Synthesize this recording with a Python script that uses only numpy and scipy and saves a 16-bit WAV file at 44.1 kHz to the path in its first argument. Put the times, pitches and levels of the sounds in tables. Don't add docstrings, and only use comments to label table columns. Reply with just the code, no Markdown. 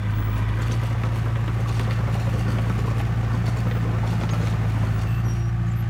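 import sys
import numpy as np
from scipy import signal
from scipy.fft import rfft, irfft
from scipy.io import wavfile

SR = 44100
rng = np.random.default_rng(int(sys.argv[2]) if len(sys.argv) > 2 else 0)


def transcribe(u):
    v = np.clip(np.atleast_2d(u).T, -1, 1)
    q = np.round(v * 32767).astype(np.int16)
    wavfile.write(sys.argv[1], SR, q)


N = 259749
T = np.arange(N) / SR

# time in seconds, level in dB.
GRIND_LEVELS = [(0, -38.5), (.65, -37.5), (1.3, -46.5), (1.9, -44), (2.4, -71)]
# pitch in Hz, relative level in dB, 60 dB decay in seconds.
BLADE_MODES = [(971, -11, 0.1), (1230, -3.5, 0.033), (1567, -3, 0.026), (1700, -21, 0.016),
               (1990, -1, 0.012), (2390, -7, 0.013), (2920, -17, 0.052), (3370, -4.5, 0.0064)]
# frequency in Hz, relative level in dB.
SOIL_COLOUR = [(500, 13.5), (1500, 9), (2800, 18.5), (4300, -7), (5000, -15), (6200, 4), (7500, -3),
               (9700, 3.5), (10500, -2), (12500, 1), (15500, -7)]
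# pitch in Hz, relative level in dB, 60 dB decay in seconds.
EDGE_MODES = [(3600, 1, .007), (4480, 1, .012), (5650, 0, .006), (6500, -2, .004), (7400, -4, .003),
              (9400, -7, .005)]
# start and length in seconds, grit and scrape in relative dB.
CLODS = [(0.612, 0.037, -51, -46), (0.647, 0.052, -53, -51), (0.71, 0.04, -50, -43), (0.92, 0.03, -54, -51),
         (1.028, 0.058, -54, -50), (1.135, 0.078, -54, -51), (1.606, 0.03, -57, -52),
         (1.68, 0.035, -52, -42), (1.72, 0.125, -54, -46.5), (1.918, 0.036, -57, -50),
         (2.121, 0.042, -54, -51), (2.19, 0.07, -57, -51), (2.325, 0.044, -55, -51),
         (2.387, 0.042, -53, -50), (2.48, 0.058, -53, -48), (2.774, 0.048, -54, -51),
         (2.86, 0.032, -57, -52), (2.897, 0.032, -56, -51), (2.975, 0.044, -51, -51),
         (3.23, 0.025, -58, -52), (3.324, 0.058, -56, -51), (3.461, 0.04, -50, -42.5),
         (3.562, 0.05, -54, -49), (3.809, 0.032, -56, -54), (4.067, 0.056, -53, -48),
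         (4.125, 0.032, -57, -50), (4.204, 0.05, -54, -47), (4.328, 0.022, -54, -47),
         (4.41, 0.115, -54, -47), (4.981, 0.062, -54, -48)]
# start and length in seconds, first and last pitch in Hz,
# level in dB, pitch waver in Hz.
SQUEALS = [(0.124, 0.26, 15700, 15700, -47.5, 40), (.618, .009, 7030, 6960, -44, 120),
           (0.717, 0.012, 5980, 5940, -40, 260), (2.983, 0.01, 7460, 7440, -51, 150),
           (3.672, .12, 14910, 15020, -55, 50), (3.736, .073, 15620, 15500, -57, 50),
           (4.307, 0.023, 6540, 6520, -40, 36), (4.934, .06, 15740, 15700, -52, 28),
           (5.055, 0.15, 2680, 2670, -48.5, 26), (5.06, 0.16, 14690, 14640, -57, 28),
           (5.08, .08, 8030, 8000, -63, 20), (5.24, .045, 5860, 5740, -55, 20),
           (5.245, 0.071, 11600, 11350, -61, 50), (5.275, 0.07, 5690, 5680, -47, 22),
           (5.335, .06, 5750, 5700, -54, 30), (5.385, 0.075, 5685, 5680, -52, 16),
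           (5.45, .06, 5690, 5730, -55, 20), (5.666, 0.03, 6710, 6600, -56, 200),
           (5.68, .03, 7850, 8000, -61, 200), (5.708, .022, 7500, 6950, -55, 300),
           (5.756, 0.07, 12950, 12450, -53, 130), (5.785, .035, 11800, 11700, -52, 150)]
# time in seconds, shoes laid down per second.
SHOE_PACE = [(0, 9.2), (1.4, 9.2), (2.1, 10.5), (2.7, 10), (3.2, 8), (3.85, 11), (4.5, 9.5), (5.89, 9.4)]
# time in seconds, then frame thud,
# shoe ring and crumbling soil in relative dB.
TRACK_LEVELS = [(0, -43.5, -49, -61), (.5, -38.5, -44, -60), (.85, -36, -45, -52.5), (1.3, -37.5, -45, -59),
                (1.9, -38.5, -44.5, -60), (2.6, -36, -42, -57), (3.1, -42, -48.5, -63),
                (4.25, -39.5, -40.5, -57), (5.0, -45, -43.5, -59), (5.3, -49.5, -43.5, -57.5),
                (5.5, -65, -56, -67)]
# frequency in Hz, relative level in dB.
FRAME_COLOUR = [(120, -7.5), (220, 12.5), (330, 9.5), (430, 7.5), (520, 10.5), (700, -6), (880, -3),
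                (1100, 3), (1500, -13), (2300, -20), (3500, -23), (6000, -30), (12000, -52)]
# pitch in Hz, relative level in dB, 60 dB decay in seconds.
SHOE_MODES = [(301, 0.5, 0.043), (327, -2.5, 0.14), (381.7, -2.5, 0.16), (505, -20, 0.44),
              (549, 2.5, 0.076), (658, 3, 0.046), (778, 2.5, 0.038), (876, 2, 0.049), (1004, 9.5, 0.032),
              (1085, -3.5, 0.092), (1190, -4, 0.076), (1344, -1.5, 0.12), (1440, 2, 0.052),
              (1930, -18, 0.074), (2050, 7.5, 0.0079), (2270, -12, 0.19), (2800, -9.5, 0.018),
              (3530, -38, 0.036)]
# frequency in Hz, relative level in dB.
CRACK_COLOUR = [(500, -18), (1200, 7.5), (1800, 6), (2300, 12), (2900, 3.5), (3700, 2), (4400, -2.5),
                (5300, -17), (9000, -22), (15000, -28)]
# start in seconds, ring level in dB, ring focus in Hz,
# thud level in dB, crack level in dB, crack peak in Hz.
CLANKS = [(.39, -29, 400, -28, -46, 1600), (.496, -28, 420, -27, -46, 1600),
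          (.6, -27, 1230, -33, -44, 1600), (.654, -27, 1100, -34, -44, 1600),
          (.712, -36, 1020, -38, -29, 2600), (.729, -24, 1100, -36, -38, 2300),
          (.828, -26, 500, -23, -39, 2300), (.91, -26, 530, -29, -46, 1600),
          (.952, -25.5, 900, -27, -42, 1600), (1.035, -23, 1320, -38, -26, 2000),
          (1.058, -25, 1000, -23, -42, 1600), (1.124, -27, 1080, -26, -44, 1800),
          (1.159, -26, 1010, -28, -44, 1800), (1.256, -24, 1240, -31, -39, 1600),
          (1.272, -25, 600, -24, -45, 1600), (1.358, -26, 484, -33, -30, 1900),
          (1.385, -22, 1000, -30, -44, 1600), (1.479, -21, 1210, -21, -28.5, 2000),
          (1.558, -25, 560, -28, -46, 1600), (1.591, -26, 500, -30, -46, 1600),
          (1.659, -19, 1100, -38, -41, 1500), (1.695, -24, 790, -30, -36, 2600),
          (1.768, -22, 1090, -37, -48, 1600), (1.795, -19, 1050, -20, -26, 2300),
          (1.872, -25, 585, -25, -46, 1600), (1.909, -28, 510, -24, -24, 2500),
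          (2.034, -26, 480, -24, -42, 1600), (2.07, -25, 400, -26, -46, 1600),
          (2.149, -26, 690, -30, -37, 1800), (2.267, -22, 500, -26, -44, 1600),
          (2.337, -26, 500, -24, -42, 1800), (2.405, -22, 720, -36, -44, 1600),
          (2.48, -26, 590, -36, -35, 2300), (2.526, -24, 450, -27, -44, 1600),
          (2.585, -18, 690, -19, -29, 2100), (2.647, -23, 1000, -28, -36, 1700),
          (2.698, -15.5, 1180, -23, -30, 1400), (2.789, -26, 775, -27, -40, 2300),
          (2.876, -17, 910, -19, -42, 1500), (2.909, -26, 500, -23, -40, 1800),
          (3.002, -16, 730, -26, -30, 2000), (3.23, -25, 500, -24, -42, 2300),
          (3.272, -21, 1100, -31, -42, 1500), (3.305, -22, 1020, -29, -38, 1600),
          (3.342, -18, 1020, -24, -38, 1600), (3.441, -25, 730, -27, -48, 1600),
          (3.478, -15.5, 700, -24, -34, 1800), (3.668, -19.5, 950, -20, -38, 1400),
          (3.712, -24, 495, -26, -27, 2200), (3.763, -21, 520, -24, -40, 1800),
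          (3.849, -25, 720, -25, -44, 1600), (3.887, -25, 600, -24, -44, 1600),
          (4.032, -23, 835, -32, -46, 1600), (4.074, -21, 820, -33, -35, 3600),
          (4.126, -22, 820, -31, -39, 2300), (4.211, -21, 700, -33, -30, 2300),
          (4.236, -19.5, 820, -20, -33, 2300), (4.292, -23, 1200, -25, -28.5, 3100),
          (4.333, -20, 745, -38, -32, 2400), (4.399, -24, 680, -27, -44, 1600),
          (4.429, -25, 570, -24, -40, 2300), (4.472, -23, 880, -30, -26.5, 2100),
          (4.829, -26, 660, -25, -46, 1600), (4.869, -25, 500, -25, -40, 2300),
          (5.034, -24, 850, -29, -38, 1800), (5.262, -26, 805, -30, -46, 1600)]
# time in seconds, relative level in dB.
KNOCK_LEVELS = [(0, -44), (2, -39), (4.8, -38.5), (5.5, -43.5), (5.89, -41.5)]
# frequency in Hz, relative level in dB.
BLOCK_COLOUR = [(150, -17.5), (350, -.5), (460, -2.5), (600, -2.5), (700, 5.5), (820, 4.5), (930, -3),
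                (1050, -5), (1200, 4.5), (1400, -1), (1800, -1.5), (2100, -3.5), (2900, -8.5),
                (4000, -16.5), (6500, -20.5), (9700, -28.5), (10500, -31), (15500, -29.5)]
# pitch in Hz, relative level in dB, 60 dB decay in seconds.
COVER_MODES = [(700, 2, 0.017), (824, -5, 0.016), (1140, -20, 0.03), (1190, -7, 0.036), (1508, -3.5, 0.081),
               (1730, -34, 0.015), (1800, 3.5, 0.028), (2384, -16, 0.066), (2670, -21, 0.023)]
# time in seconds, hum in dB, gear whine in dB.
CASING_LEVELS = [(0, -51, -55), (3, -54.5, -48), (4.3, -55, -76), (5.05, -54, -53), (5.35, -44.5, -52),
                 (5.89, -46, -51.5)]
# multiple of the firing rate, relative level in dB.
HUM_PARTIALS = [(6, 0), (12, -12), (13, -16), (14, -15)]
GEAR_PARTIALS = [(20, 0), (22, -8), (27, -9)]
# frequency in Hz, relative level in dB.
GAS_COLOUR = [(20, -44), (40, -15), (70, -5), (130, -2.5), (195, -1), (250, -9), (400, -21.5), (800, -65)]
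# multiple of the firing rate, relative level in dB.
BARK_PARTIALS = [(3, 3.5), (4, -12.5)]
# time in seconds, then boom, bark and gas in dB.
EXHAUST_LEVELS = [(0, -34.5, -47, -32), (.4, -27.5, -45, -35), (.9, -33, -45, -36), (2.6, -31.5, -41, -32),
                  (3.5, -31.5, -38, -33), (4.2, -33, -35, -32.5), (5.15, -31, -39, -32.5),
                  (5.45, -31, -37.5, -39.5), (5.89, -34, -39, -38)]
CYLINDER_DB = [-8, 4, 2.5, 5]
# time in seconds, share of the unevenness heard.
THROB_DEPTH = [(0, 0.41), (.5, 0.69), (.9, 0.94)]
# time in seconds, firing rate in Hz.
FIRING_RATE = [(0.0, 52.49), (0.55, 54.06), (0.65, 56.87), (1.25, 56.33), (1.35, 56.7), (2.85, 56.28),
               (2.95, 56.85), (3.35, 56.75), (3.65, 57.65), (3.95, 55.83), (4.35, 55.7), (5.05, 54.07),
               (5.15, 57.48), (5.89, 56.98)]


def undb(db):
    return 10 ** (np.asarray(db) / 20)


def unit(x):
    return x / np.sqrt(np.mean(x ** 2) + 1e-18)


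def curves(table):
    times, *columns = np.transpose(table)
    return [np.interp(T, times, column) for column in columns]


def colour(x, points):
    hz, db = np.transpose(points)
    size = 4096
    log_hz = np.log(np.fft.rfftfreq(size, 1 / SR) + 1)
    cepstrum = irfft(np.log(undb(np.interp(log_hz, np.log(hz), db))))
    cepstrum[1:size // 2] *= 2
    cepstrum[size // 2 + 1:] = 0
    impulse = irfft(np.exp(rfft(cepstrum)))
    return unit(signal.fftconvolve(x, impulse)[:len(x)])


def drift(rate):
    steps = rng.standard_normal(4096)
    return unit(np.interp(T * rate, np.arange(len(steps)), steps))


def fade(x, t60):
    return signal.lfilter([1], [1, -np.exp(-np.log(1000) / (t60 * SR))], x)


def ring(x, hz, t60):
    pole = np.exp((2j * np.pi * hz - np.log(1000) / t60) / SR)
    return signal.lfilter([0, pole.imag], [1, -2 * pole.real, abs(pole) ** 2], x)


def resonate(contact, modes):
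    return unit(sum(undb(db) * ring(contact * rng.standard_normal(N), hz, t60) for hz, db, t60 in modes))


def knocks(rate, spread_db):
    return (rng.random(N) < rate / SR) * undb(spread_db * np.minimum(rng.exponential(size=N), 2))


def tones(phase, partials, waver_db):
    return sum(undb(db + waver_db * drift(9.2)) * np.sin(round(k) * phase) for k, db in partials)


def hull(x, t60=0.09):
    t = T[:SR // 8]
    out = 0
    for _ in range(4):
        bounces = rng.standard_normal(len(t)) * (rng.random(len(t)) < 700 / SR)
        bounces *= np.exp(-np.log(1000) * t / t60)
        out = out + drift(5.03) * signal.fftconvolve(x, bounces / np.linalg.norm(bounces))[:N]
    return out / 2


def blade():
    grind_db, = curves(GRIND_LEVELS)
    slips = knocks(rate=600, spread_db=1.5)
    return resonate(slips, BLADE_MODES) * undb(grind_db)


def pebbles(rate=800, low_hz=3300, high_hz=9000, ring_cycles=9):
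    out, t = np.zeros(N + SR), T[:SR // 100]
    for when, pitch, size in rng.random((int(rate * N / SR), 3)):
        cycles = t * low_hz * (high_hz / low_hz) ** pitch
        size_db = -1.8 * np.log(size + .02)
        tick = np.exp(-cycles / ring_cycles) * np.sin(2 * np.pi * cycles)
        start = int(when * N)
        out[start:start + len(t)] += undb(size_db) * tick
    return unit(out[:N])


def crushing(crumble_db, clod_db, attack_s=.018, release_s=.045):
    power = undb(crumble_db) ** 2
    for (start, length, *_), db in zip(CLODS, clod_db):
        attack = np.clip((T - start) / attack_s + .5, 0, 1)
        release = np.clip((start + length - T) / release_s + .5, 0, 1)
        power = power + (undb(db) * attack * release) ** 2
    return 10 * np.log10(power)


def soil(crumble_db):
    _, _, grit_db, scrape_db = np.transpose(CLODS)
    grains = fade(knocks(rate=1000, spread_db=2.7), t60=.009) * undb(1.5 * drift(55))
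    grit = colour(grains * rng.standard_normal(N), SOIL_COLOUR)
    stones = resonate(grains, EDGE_MODES) * undb(-1.5) + pebbles()
    return grit * undb(crushing(crumble_db, grit_db) + 8.5) + stones * undb(crushing(crumble_db, scrape_db))


def squeals():
    out = np.zeros(N)
    waver, flutter = drift(600), undb(2.2 * drift(70))
    for start, length, start_hz, end_hz, db, waver_hz in SQUEALS:
        on = (T > start) & (T < start + length)
        progress = (T[on] - start) / length
        hz = start_hz + (end_hz - start_hz) * progress + waver_hz * waver[on]
        envelope = np.sqrt(2 * np.sin(np.pi * progress)) * undb(db) * flutter[on]
        out[on] += envelope * np.sin(2 * np.pi * np.cumsum(hz) / SR)
    return out


def shoe_beat(landing_s=0.3963, swing_db=4, scatter_db=.8):
    rate, = curves(SHOE_PACE)
    shoes = np.cumsum(rate) / SR
    shoes -= np.interp(landing_s, T, shoes)
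    return swing_db * np.cos(2 * np.pi * shoes) + scatter_db * drift(10)


def rattle(thud_db, ring_db):
    hits = knocks(rate=190, spread_db=1.8)
    thud = colour(fade(hits, t60=0.11) * rng.standard_normal(N), FRAME_COLOUR)
    return thud * undb(thud_db) + resonate(hits, SHOE_MODES) * undb(ring_db)


def struck_shoe(t, focus_hz):
    hz, db, t60 = np.transpose(SHOE_MODES)[:, :, None]
    detune, size, side = rng.standard_normal((3, len(SHOE_MODES), 1))
    focus = 0.25 + np.exp(-(np.log(hz / focus_hz) / 0.15) ** 2)
    weight = undb(db + 2.7 * size) * focus
    decay = undb(-60 * t / (.8 * t60))
    modes = weight * np.sign(side) * decay * np.sin(2 * np.pi * hz * (1 + 0.041 * detune) * t)
    return modes.sum(axis=0) / np.linalg.norm(weight)


def clanks(thud_t60=0.045, crack_t60=0.024, cushion_s=.0035):
    out, t = np.zeros(N + SR), T[:SR // 4]
    cushion = 1 - np.exp(-t / cushion_s)
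    for start_s, ring_db, focus_hz, thud_db, crack_db, crack_hz in CLANKS:
        thud_noise, crack_noise = rng.standard_normal((2, len(t)))
        steel = struck_shoe(t, focus_hz) * undb(ring_db)
        thud = colour(thud_noise, FRAME_COLOUR) * undb(thud_db - 60 * t / thud_t60)
        contact = undb(crack_db - 60 * t / crack_t60)
        rebound = undb(-10) * np.interp(t - rng.uniform(.005, .012), t, contact, left=0)
        retuned = np.multiply(CRACK_COLOUR, [crack_hz / 2300, 1])
        crack = colour(crack_noise, retuned) * (contact + rebound)
        start = int(start_s * SR)
        out[start:start + len(t)] += (steel + thud) * cushion + crack
    return out[:N]


def casing(phase):
    hum_db, whine_db = curves(CASING_LEVELS)
    hum = tones(phase, HUM_PARTIALS, waver_db=1.2) * undb(hum_db)
    whine = tones(phase, GEAR_PARTIALS, waver_db=1.0) * undb(whine_db)
    return hum + whine


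def block(firings, strength):
    knock_db, = curves(KNOCK_LEVELS)
    since_knock = (firings - .52) % 1
    burst = 1.4 + np.sqrt(strength) * np.exp(-since_knock / 0.24) * undb(2 * drift(56))
    rush = colour(rng.standard_normal(N) * burst, BLOCK_COLOUR)
    return rush * undb(knock_db - 1) + resonate(burst, COVER_MODES) * undb(knock_db - 8)


def diesel(first_firing_s=.0024):
    hz, = curves(FIRING_RATE)
    depth, = curves(THROB_DEPTH)
    boom_db, bark_db, gas_db = curves(EXHAUST_LEVELS)
    firings = np.cumsum(hz) / SR - first_firing_s * hz[0]
    phase = 2 * np.pi * firings
    cylinder = np.floor(firings).astype(int)
    strengths = unit(undb(CYLINDER_DB))
    current, following = strengths[cylinder % 4], strengths[(cylinder + 1) % 4]
    blend = np.sin(np.pi / 2 * (firings % 1)) ** 2
    pressure = (1 - blend) * current + blend * following
    throb = 1 + depth * (pressure - 1)
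    drone = throb * np.sin(2 * phase) * undb(-23 + .5 * drift(45))
    boom = np.cos(phase + np.pi / 4) * undb(boom_db + 0.4 * drift(23.36))
    lope = -np.sin(1.5 * phase) * undb(-50)
    swell = np.interp(T - .007, T, throb)
    bark = tones(phase + np.pi / 12, BARK_PARTIALS, waver_db=-1.0) * swell * undb(bark_db)
    tonal = np.sqrt(2) * (drone + boom + lope + bark + casing(phase))
    gas = colour(rng.standard_normal(N) * swell, GAS_COLOUR) * undb(gas_db)
    return tonal + gas + block(firings, current)


def scene():
    thud_db, ring_db, crumble_db = curves(TRACK_LEVELS)
    beat_db = shoe_beat()
    links = rattle(thud_db + beat_db, ring_db + beat_db)
    clatter = links + soil(crumble_db + 2 * drift(30)) + blade()
    blows = clanks()
    tracks = clatter * undb(-3) + blows + hull(clatter + blows) * undb(-8.5)
    echo = np.interp(T - .055, T, tracks, left=0) * undb(-11.5)
    return (diesel() + tracks + squeals() + echo)[None]


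def record(dry):
    return signal.sosfilt(signal.ellip(10, .2, 80, 15800, fs=SR, output="sos"), dry)


dry = scene()
out = record(dry)
transcribe(out)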